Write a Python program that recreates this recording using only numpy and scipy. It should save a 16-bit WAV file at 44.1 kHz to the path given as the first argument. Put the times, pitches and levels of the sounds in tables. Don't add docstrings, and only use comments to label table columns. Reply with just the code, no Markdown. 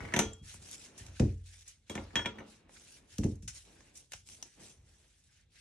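import sys
import numpy as np
from scipy import signal
from scipy.fft import rfft, irfft, next_fast_len
from scipy.io import wavfile
from scipy.ndimage import uniform_filter1d

SR = 44100
rng = np.random.default_rng(int(sys.argv[2]) if len(sys.argv) > 2 else 0)


def bounce(signal):
    frames = np.transpose(np.atleast_2d(signal))
    limited = np.clip(frames, -1, 1)
    pcm = np.round(limited * 32767).astype(np.int16)
    wavfile.write(sys.argv[1], SR, pcm)


N = 247130
TIME = np.arange(N) / SR
HIT_TIME = TIME[:SR]
# freq_hz, level_db
PAPER_SPECTRUM = [(100, -20), (500, -8), (800, -2), (1200, -6), (1600, -1.5), (2300, 0.5), (3000, -2),
                  (4700, -5), (5400, 2), (6200, 3), (7500, -1), (10500, -7), (13000, -23), (16000, -39)]


def amp(db):
    return 10 ** (np.asarray(db) / 20)


def curve_at(points, hz):
    freqs, values = np.transpose(points)
    return np.interp(np.log(hz + 1), np.log(freqs + 1), values)


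def unit_hit(x):
    return x / np.sqrt(np.mean(np.sum(x ** 2, -1)) / (SR / 100))


def add(mix, start_s, sound):
    part = mix[:, max(round(start_s * SR), 0):][:, :sound.shape[-1]]
    part += sound[..., :part.shape[1]]


def colour(x, spectrum, tilt=0, pivot_hz=2800):
    size = 8192
    hz = abs(np.fft.fftfreq(size, 1 / SR))
    octaves = np.log2(np.maximum(hz / pivot_hz, 0.25))
    log_gain = np.log(amp(curve_at(spectrum, hz) + tilt * octaves))
    impulse = np.fft.ifft(np.exp(np.conj(signal.hilbert(log_gain)))).real[:size // 2]
    return signal.oaconvolve(x, impulse[None], axes=1)[:, :x.shape[1]]


def soften(x, corner_hz):
    return signal.sosfilt(signal.butter(3, min(corner_hz, SR / 2.2), fs=SR, output="sos"), x)


def spread(pair):
    # freq_hz, correlation
    likeness = [(60, 0.94), (125, 1), (220, 0.92), (400, 0.62), (700, 0.17), (1400, 0.54), (3000, 0.35),
                (7000, 0.15), (11000, 1), (13000, 0.93)]
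    size = next_fast_len(pair.shape[1])
    a, b = rfft(pair, size)
    alike = curve_at(likeness, np.fft.rfftfreq(size, 1 / SR))
    mid, side = a * np.sqrt((1 + alike) / 2), b * np.sqrt((1 - alike) / 2)
    return irfft([mid + side, mid - side], size)[:, :pair.shape[1]]


def noise(spectrum, grain_db=0):
    grains = amp(grain_db * np.minimum(rng.exponential(1, N // 16 + 1), 6)).repeat(16)[:N]
    x = colour(spread(rng.standard_normal((2, N)) * grains), spectrum)
    return x / x.std()


def waver(per_s, depth_db):
    knots = np.arange(0, 6, 1 / per_s)
    levels = rng.standard_normal(2000)[:len(knots)]
    return amp(depth_db * np.interp(TIME, knots, levels))


def patchy(x, depth_db=2.8):
    bands = signal.stft(x, nperseg=512)[2]
    field = rng.standard_normal(bands.shape[:0:-1]).T
    field = uniform_filter1d(uniform_filter1d(field, size=6, axis=0), size=6, axis=1)
    out = signal.istft(bands * amp(depth_db * field / field.std()), nperseg=512)[1][:, :N]
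    return out / out.std()


def gesture(start_s, length_s, db, swell_db, rise_s=0.082, fall_db_per_s=309.5):
    t = TIME - start_s
    ease = np.sin(np.pi / 2 * np.clip(t / rise_s, 0, 1)) ** 2
    swell = swell_db * (np.clip(t / length_s, 0, 1) - 0.5)
    fall = fall_db_per_s * np.maximum(t - length_s, 0)
    return ease * amp(db + swell - fall)


def burst(fade_s, sharp=0):
    x = unit_hit(spread(rng.standard_normal((2, SR))) * np.exp(-HIT_TIME / fade_s))
    x[:, 0] += sharp * unit_hit(np.ones(1))
    return x


def chime(modes, uneven_db, flutter_db=0, flutter_per_s=52):
    out, knots = np.zeros((2, SR)), np.arange(200) / flutter_per_s
    for k, (hz, gain, t60) in enumerate(modes):
        phase = k * np.pi + rng.standard_normal((2, 1)) / 4
        flutter = flutter_db * np.interp(HIT_TIME, knots, rng.standard_normal(len(knots)))
        envelope = amp(uneven_db * rng.standard_normal() + flutter - 60 * HIT_TIME / t60)
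        out += gain * envelope * np.sin(2 * np.pi * hz * HIT_TIME + phase)
    return out


def room(x, wet_db):
    # freq_hz, t60_s
    decay = [(60, .45), (200, 0.14), (600, 0.14), (2000, 0.24), (6000, 0.25), (14000, 0.097)]
    hz, t, bands = signal.stft(spread(rng.standard_normal((2, SR))), SR, nperseg=256)
    bands *= amp(-60 * t / curve_at(decay, hz)[:, None])
    tail = signal.istft(bands, SR, nperseg=256)[1][:, :SR]
    tail *= np.clip(HIT_TIME / 0.0021 - 0.5, 0, 1)
    tail /= np.linalg.norm(tail[0])
    return x + amp(wet_db) * signal.fftconvolve(x, tail, axes=1)[:, :N]


def room_tone():
    # freq_hz, level_db
    hush_spectrum = [(15, -23.5), (25, -5), (64, 1), (97, 5.5), (236, -8), (503, -28), (911, -27.5),
                     (1700, -13.5), (3920, 1.5), (4740, -19), (6050, -42.5), (9070, -32), (10400, -21),
                     (11600, -49), (16000, -64.5)]
    return amp(-86.5) * noise(hush_spectrum)


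def table_rumble():
    # freq_hz, level_db
    rumble_spectrum = [(25, -1), (50, 8.5), (85, 3.5), (130, -2), (220, -12.5), (450, -20), (900, -26.5),
                       (2000, -40.5), (5000, -60)]
    return amp(-69) * noise(rumble_spectrum)


def forearm_sweeps():
    # start_s, length_s, level_db, swell_db
    sweeps = [(0.553, 0.59, -62, -1), (2.443, 0.93, -69, -4), (3.613, 0.41, -65.5, -7.5),
              (4.228, 0.23, -71, 9), (4.542, 0.17, -64, -9.5), (4.7, 0.37, -77, 5)]
    # freq_hz, level_db
    cloth_spectrum = [(40, -16), (90, -3.5), (220, -4), (400, -6.5), (750, -13), (1200, -18.5),
                      (2500, -17.5), (8000, -50.5)]
    movement = sum(gesture(*row) for row in sweeps)
    return noise(cloth_spectrum) * movement * waver(per_s=6.6, depth_db=3)


def washer_drags():
    # start_s, length_s, relative_level_db, swell_db
    drags = [(-0.01, 0.28, -44.5, -4.5), (1.892, 0.37, -55.5, -19), (2.128, 0.17, -49, 0.5),
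             (2.35, 0.096, -52, 1)]
    # freq_hz, level_db
    scrape_spectrum = [(40, -27), (90, -17), (220, 5.5), (500, -2.5), (800, -5.5), (1250, -10.5),
                       (2100, -24.5), (2800, -14), (6000, -31), (14000, -37)]
    # start_s, level_db
    slips = [(0.004, -44.5), (0.025, -53.5), (0.0495, -47), (0.085, -50.5), (0.104, -55.5), (0.122, -45.5),
             (1.975, -66), (2.105, -61.5), (2.384, -53.5)]
    # freq_hz, level_db
    squeak_spectrum = [(200, -15), (1200, -4), (1700, -3), (2000, 2.5), (2300, -1), (2800, -25),
                       (6000, -23), (14000, -38.5)]
    pull = sum(gesture(*row, rise_s=0.008, fall_db_per_s=140) for row in drags)
    scrape = amp(-7) * noise(scrape_spectrum, grain_db=3) * pull * waver(per_s=99, depth_db=-1)
    attack = 1 - np.exp(-HIT_TIME / 0.0008)
    for start_s, db in slips:
        squeak = colour(burst(fade_s=0.0054) * attack, squeak_spectrum)
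        add(scrape, start_s, amp(db) * unit_hit(squeak))
    return room(scrape, wet_db=-4)


def crackle(per_s, uneven_db):
    clicks = (rng.random(N) < per_s / SR) * amp(uneven_db * np.minimum(rng.exponential(1, N), 3))
    x = colour(spread(clicks * rng.standard_normal((2, N))), PAPER_SPECTRUM)
    return x / x.std()


def paper():
    # start_s, level_db, tilt_db_per_octave, fade_s
    ticks = [(0.333, -60, 2, 0.0019), (0.542, -59, -11, 0.002), (0.713, -48.5, 12, 0.0011),
             (0.743, -56.5, -2.5, 0.0025), (0.977, -47.5, 6, 0.018), (1.064, -54, 0.5, 0.0036),
             (1.083, -60.5, -4, 0.004), (1.196, -39, -3, 0.0051), (1.677, -48.5, 7, 0.013),
             (2.692, -60, -9, 0.0035), (3.185, -47.5, 1.5, 0.0025), (3.233, -47, -4.5, 0.006),
             (3.24, -47.5, 4, 0.0033), (3.354, -66, 10, 0.0047), (3.422, -56.5, 4.5, 0.022),
             (3.4765, -38.5, 3, 0.014), (3.806, -60.5, -3.5, 0.0022), (3.953, -52, 6.5, 0.018),
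             (3.971, -51, 10.5, 0.0067), (4.119, -48.5, -2, 0.0051), (4.135, -45.5, -2, 0.0041),
             (4.288, -53.5, 2, 0.0018), (4.4272, -48.5, 3, 0.0021)]
    # start_s, length_s, level_db, swell_db, skin_offset_db
    strokes = [(-0.03, 0.42, -66.5, -12, -7), (0.412, 0.14, -51, -2.5, -9.5), (0.571, 0.17, -52.5, 8, -14),
               (0.751, 0.14, -54.5, -8.5, -8.5), (0.94, 0.2, -59, -18, -5.5),
               (1.113, 0.3, -63.5, -23.5, -2.5), (1.419, 0.2, -58.5, -3.5, -9),
               (1.645, 0.075, -51, -22, -4.5), (1.848, 0.29, -65.5, -14, 2),
               (2.441, 0.13, -62.5, -12.5, -1), (2.67, 0.3, -59, 1, -9), (3.057, 0.26, -60, -6, -7),
               (3.507, 0.056, -48, 4, -13), (3.597, 0.3, -70.5, 2.5, -3), (3.91, 0.093, -57.5, 1, -26),
               (4.089, 0.095, -55, -9, -13), (4.237, 0.14, -52.5, -10, -37), (4.355, 0.3, -66, -5, -9),
               (4.56, 0.15, -56.5, -0.5, -14), (4.812, 0.47, -70.5, -3, -8), (5.253, 0.15, -71.5, 1, 0),
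               (5.479, 0.14, -67, 7.5, -2)]
    # freq_hz, level_db
    hiss_spectrum = [(200, -9), (750, -16), (1180, -19.5), (1600, -22.5), (2400, -6), (3400, -2.5),
                     (4670, -3.5), (5600, 2), (8500, 0), (10500, -1), (11800, -11), (13000, -31.5),
                     (16000, -52)]
    # freq_hz, level_db
    skin_spectrum = [(200, -16.5), (700, -15.5), (1100, -15), (1600, 0), (2400, -1.5), (3300, -3.5),
                     (4500, -3.5), (8000, -16), (14000, -32.5)]
    snaps, slide, skin = np.zeros((2, N)), np.zeros(N), np.zeros(N)
    for start_s, db, tilt, fade_s in ticks:
        rise_s = min(0.35 * fade_s, 0.0015)
        snap = burst(fade_s) * (1 - np.exp(-HIT_TIME / rise_s))
        add(snaps, start_s, amp(db) * unit_hit(colour(snap, PAPER_SPECTRUM, tilt)))
    for start_s, length_s, db, swell_db, skin_db in strokes:
        push = gesture(start_s, length_s, db, swell_db)
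        creep = gesture(start_s, length_s, db - 14, swell_db, fall_db_per_s=48)
        stroke = np.hypot(push, creep)
        slide = np.hypot(slide, stroke)
        skin = np.hypot(skin, stroke * amp(skin_db))
    creases = amp(-15.5) * slide * crackle(per_s=120, uneven_db=1)
    hiss = amp(-1) * patchy(noise(hiss_spectrum, grain_db=2)) * slide * waver(per_s=120, depth_db=1.5)
    brush = patchy(noise(skin_spectrum)) * skin * waver(per_s=48, depth_db=3)
    return room(snaps + creases, wet_db=-8.5) + hiss + brush


def edge_taps():
    # start_s, level_db, tilt_db_per_octave, ring_db
    taps = [(3.1832, -46, 2, -46), (4.1201, -49.5, 1, -71), (4.134, -47, 0, -60),
            (4.4263, -51.5, -1.5, -43)]
    # freq_hz, level_db
    click_spectrum = [(100, -21), (700, 1.5), (1500, -4), (2400, 6), (4600, 2.5), (6000, -3.5),
                      (10000, -1.5), (14500, -2), (16000, -23)]
    # pitch_hz, level_db, t60_s
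    muted_modes = [(5280, -8, 0.012), (5950, -2.5, 0.02), (6300, -2.5, 0.011), (6370, -3, 0.015)]
    modes = [(hz, amp(db), t60) for hz, db, t60 in muted_modes]
    out = np.zeros((2, N))
    for start_s, db, tilt, ring_db in taps:
        click = colour(burst(fade_s=0.0017, sharp=0.07), click_spectrum, tilt)
        add(out, start_s, amp(db) * unit_hit(click))
        add(out, start_s, amp(ring_db) * unit_hit(chime(modes, uneven_db=-3.5)))
    return room(out, wet_db=-12)


def table_blow(corner_hz, boom_db, thud_db, fade_s, sharp, travel_s, boom_hz=130):
    # pitch_hz, level_db, t60_s
    table_modes = [(50.5, -6.5, 0.78), (64.8, -1.5, 0.5), (89.2, 1.5, 0.66), (108, -2, .25),
                   (128.8, -1, .42), (159.5, 2, 0.19), (197, 0.5, 0.22), (212.7, 5, 0.27),
                   (237.5, 4.5, 0.18), (293.2, 2, 0.26), (345, -1.5, 0.12), (364.3, 1.5, 0.2),
                   (441, -5.5, 0.37), (510, -10.5, 0.24), (549, -3.5, 0.23), (722, -5.5, 0.1),
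                   (827, -7, 0.12)]
    # freq_hz, level_db
    thud_spectrum = [(30, -40.5), (60, -27), (110, 12), (180, -3.5), (350, 6), (700, 2), (1200, -0.5),
                     (2500, -28), (8000, -58)]
    ring = np.zeros(SR)
    for hz, db, t60 in table_modes:
        bass_shelf_db = boom_db / (1 + (hz / boom_hz) ** 4)
        ring += amp(db + bass_shelf_db - 60 * HIT_TIME / t60) * np.sin(2 * np.pi * hz * HIT_TIME)
    thud = colour(burst(fade_s, sharp), thud_spectrum)
    blow = unit_hit(ring) + amp(thud_db) * unit_hit(thud)
    hz = np.fft.rfftfreq(2 * SR, 1 / SR)
    dispersion = np.exp(-4j * np.pi * travel_s * np.sqrt(200 * hz))
    blow = irfft(rfft(blow, 2 * SR) * dispersion)[:, :SR]
    blow = signal.sosfilt(signal.butter(2, 45, "highpass", fs=SR, output="sos"), blow)
    return unit_hit(soften(blow, corner_hz))


def cushioned_thunks():
    # start_s, level_db, cushion_corner_hz, boom_db
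    thunks = [(0.002, -36.5, 129, 2.5), (0.242, -34.5, 100, -6), (0.408, -42.5, 135, -2.5),
              (0.543, -47, 217, 8), (1.002, -42.5, 134, 6), (1.079, -42.5, 127, 19.5),
              (1.1977, -15, 366, 2.5), (1.903, -47.5, 120, 10), (1.983, -39.5, 108, 22.5),
              (2.164, -41, 109, 21), (3.121, -51.5, 110, 17), (3.1845, -23.5, 255, -3),
              (3.243, -21, 310, -8), (3.426, -39, 165, 3), (4.14, -52.5, 122.5, -6.5),
              (4.28, -60, 121.4, 12), (4.777, -52.5, 113, 6)]
    out = np.zeros((2, N))
    for start_s, db, corner_hz, boom_db in thunks:
        blow = table_blow(corner_hz, boom_db, thud_db=-1, fade_s=0.036, sharp=0.26, travel_s=0.0052)
        add(out, start_s, amp(db) * blow)
    return out


def pile_clinks():
    # start_s, clack_db, clack_tilt_db_per_octave, contact_corner_hz,
    # stack_db, table_db, face_db, rim_db, ring_tilt_db_per_octave, t60_factor, free_ring_s
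    clinks = [(0.1381, -31, -0.5, 15500, -31.5, -31, -51, -29.5, -6, 0.4, .1),
              (0.1632, -30.5, 0, 15500, -35.5, -26.5, -49.5, -31.5, 2, 0.39, 0.077),
              (0.1907, -25, 2.5, 14000, -30, -26.5, -57, -27, 3.5, 0.9, .5),
              (0.1954, -38.5, 5.5, 14000, -39.5, -34, -63.5, -48.5, 4, 0.44, .1),
              (1.897, -45, 2.5, 10000, -51.5, -38.5, -53, -70, 14.5, 1.16, .1),
              (1.953, -43.5, 3.5, 9350, -46, -34.5, -62, -60, 9, 0.58, .1),
              (1.977, -50, -8, 4000, -46, -39.5, -77, -78, -1.5, 0.5, .1),
              (2.1558, -31.5, 2, 8500, -33, -33, -37, -58, 1, 2.1, 0.073),
              (2.166, -37.5, -2.5, 8000, -41, -47.5, -67, -70.5, -5, 0.8, 0.016),
              (2.192, -41, -6, 8000, -39.5, -44, -59.5, -59.5, 6.5, 0.31, .05),
              (2.249, -49, -19, 3500, -46, -46.5, -57.5, -72.5, -13.5, 0.51, .01),
              (2.258, -37, -0.5, 7600, -35, -36, -35.5, -64.5, -0.5, 0.72, 0.029),
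              (2.385, -57, -1, 4000, -50, -48, -79, -68, 7, 1.2, 0.056),
              (2.403, -59, -13, 4000, -55, -44, -78, -84, 6, 0.66, 0.024)]
    # freq_hz, level_db
    clack_spectrum = [(100, -30), (400, -27.5), (900, -3), (1250, -3.5), (1750, 2.5), (2400, -1.5),
                      (3300, -5), (3900, -6.5), (4700, -17.5), (5600, -7.5), (7300, -10), (9500, -17.5),
                      (13000, -17.5), (16000, -36)]
    # pitch_hz, level_db, t60_s
    stack_modes = [(510, -14.5, 0.06), (653, -4, 0.05), (943, -8.5, 0.19), (1422, -11, 0.27),
                   (1500, -11.5, 0.099), (1814, 2, 0.035), (2220, -3.5, 0.065), (2395, -1, 0.036),
                   (2650, -9.5, 0.049), (2900, -7.5, 0.061), (3160, -7.5, 0.023), (3830, -15, 0.081)]
    # pitch_hz, base_t60_s, struck_on_face_db, struck_on_rim_db
    washer_modes = [(1700, .19, -15, -11), (1800, .09, -4, -22), (1852, .2, -20, -14),
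                    (3298, .62, -28, -19), (3301, .26, 4.5, -36), (3340, .15, -6, -20),
                    (5400, .07, -26, -17), (5545, .22, -12, -32), (6094, .19, -33, -6),
                    (6205, .23, -33, -6), (6510, .09, -18, -22), (7000, .16, -32, -18),
                    (7380, .06, -15, -22), (8333, .2, -20, -29), (8520, .07, -32, -11),
                    (9535, .14, -38, -19), (10260, .2, -36, -25), (11485, .1, -28, -30),
                    (12450, .07, -44, -18)]
    # start_s, pitch_hz, level_db, t60_s
    pings = [(0.333, 7400, -58, 0.04), (1.199, 1740, -50, 0.12), (1.953, 1790, -44, .06),
             (1.977, 2130, -47, .04), (2.192, 1717, -37, .11), (2.258, 2370, -33, .05),
             (2.258, 3360, -37, .11), (2.388, 6020, -58, 0.13), (3.355, 6400, -54, 0.04)]
    stack_detune, choke_db_per_s = 0.025, 260
    clacks, rings, blows = np.zeros((3, 2, N))
    for (start_s, clack_db, tilt, corner_hz, stack_db, table_db,
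         face_db, rim_db, ring_tilt, t60_factor, free_s) in clinks:
        clack = colour(burst(fade_s=0.0055, sharp=0.07), clack_spectrum, tilt)
        add(clacks, start_s, amp(clack_db - 0.5) * unit_hit(soften(clack, corner_hz)))
        knock = [(hz * (1 + stack_detune * rng.uniform(-1, 1)), amp(db), t60)
                 for hz, db, t60 in stack_modes]
        add(rings, start_s, amp(stack_db) * unit_hit(chime(knock, uneven_db=2)))
        blow = table_blow(corner_hz=1400, boom_db=-35.5, thud_db=-5,
                          fade_s=0.037, sharp=0.095, travel_s=0.00498)
        add(blows, start_s, amp(table_db) * blow)
        modes = []
        for hz, t60, on_face_db, on_rim_db in washer_modes:
            strike = np.hypot(amp(face_db + on_face_db), amp(rim_db + on_rim_db))
            brightness = amp(ring_tilt * np.log2(hz / 3300))
            modes.append((hz, strike * brightness, t60 * t60_factor))
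        grip = amp(-choke_db_per_s * np.maximum(HIT_TIME - free_s, 0))
        add(rings, start_s, grip * chime(modes, uneven_db=0.5, flutter_db=3))
    for start_s, hz, db, t60 in pings:
        add(rings, start_s, chime([(hz, amp(db), t60)], uneven_db=5))
    lean_left = amp([[0.4], [-0.4]])
    return room(rings, wet_db=-16) + room(clacks, wet_db=-7.5) + blows * lean_left


def scene():
    hits = pile_clinks() + cushioned_thunks() + edge_taps()
    handling = paper() + table_rumble() + forearm_sweeps() + washer_drags()
    return hits + handling + room_tone()


def record(dry):
    port_delay_s, bass_cut_hz, top_hz = 3.5e-05, 44, 15800
    hz = np.fft.rfftfreq(2 * N, 1 / SR)
    right = irfft(rfft(dry[1], 2 * N) * np.exp(-2j * np.pi * hz * port_delay_s))[:N]
    bass_cut = signal.butter(4, bass_cut_hz, "highpass", fs=SR, output="sos")
    band_limit = signal.firwin(401, top_hz, window=("kaiser", 8), fs=SR)
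    ports = signal.sosfilt(bass_cut, [dry[0], right])
    return signal.oaconvolve(ports, band_limit[None], "same")


dry = scene()
out = record(dry)
bounce(out)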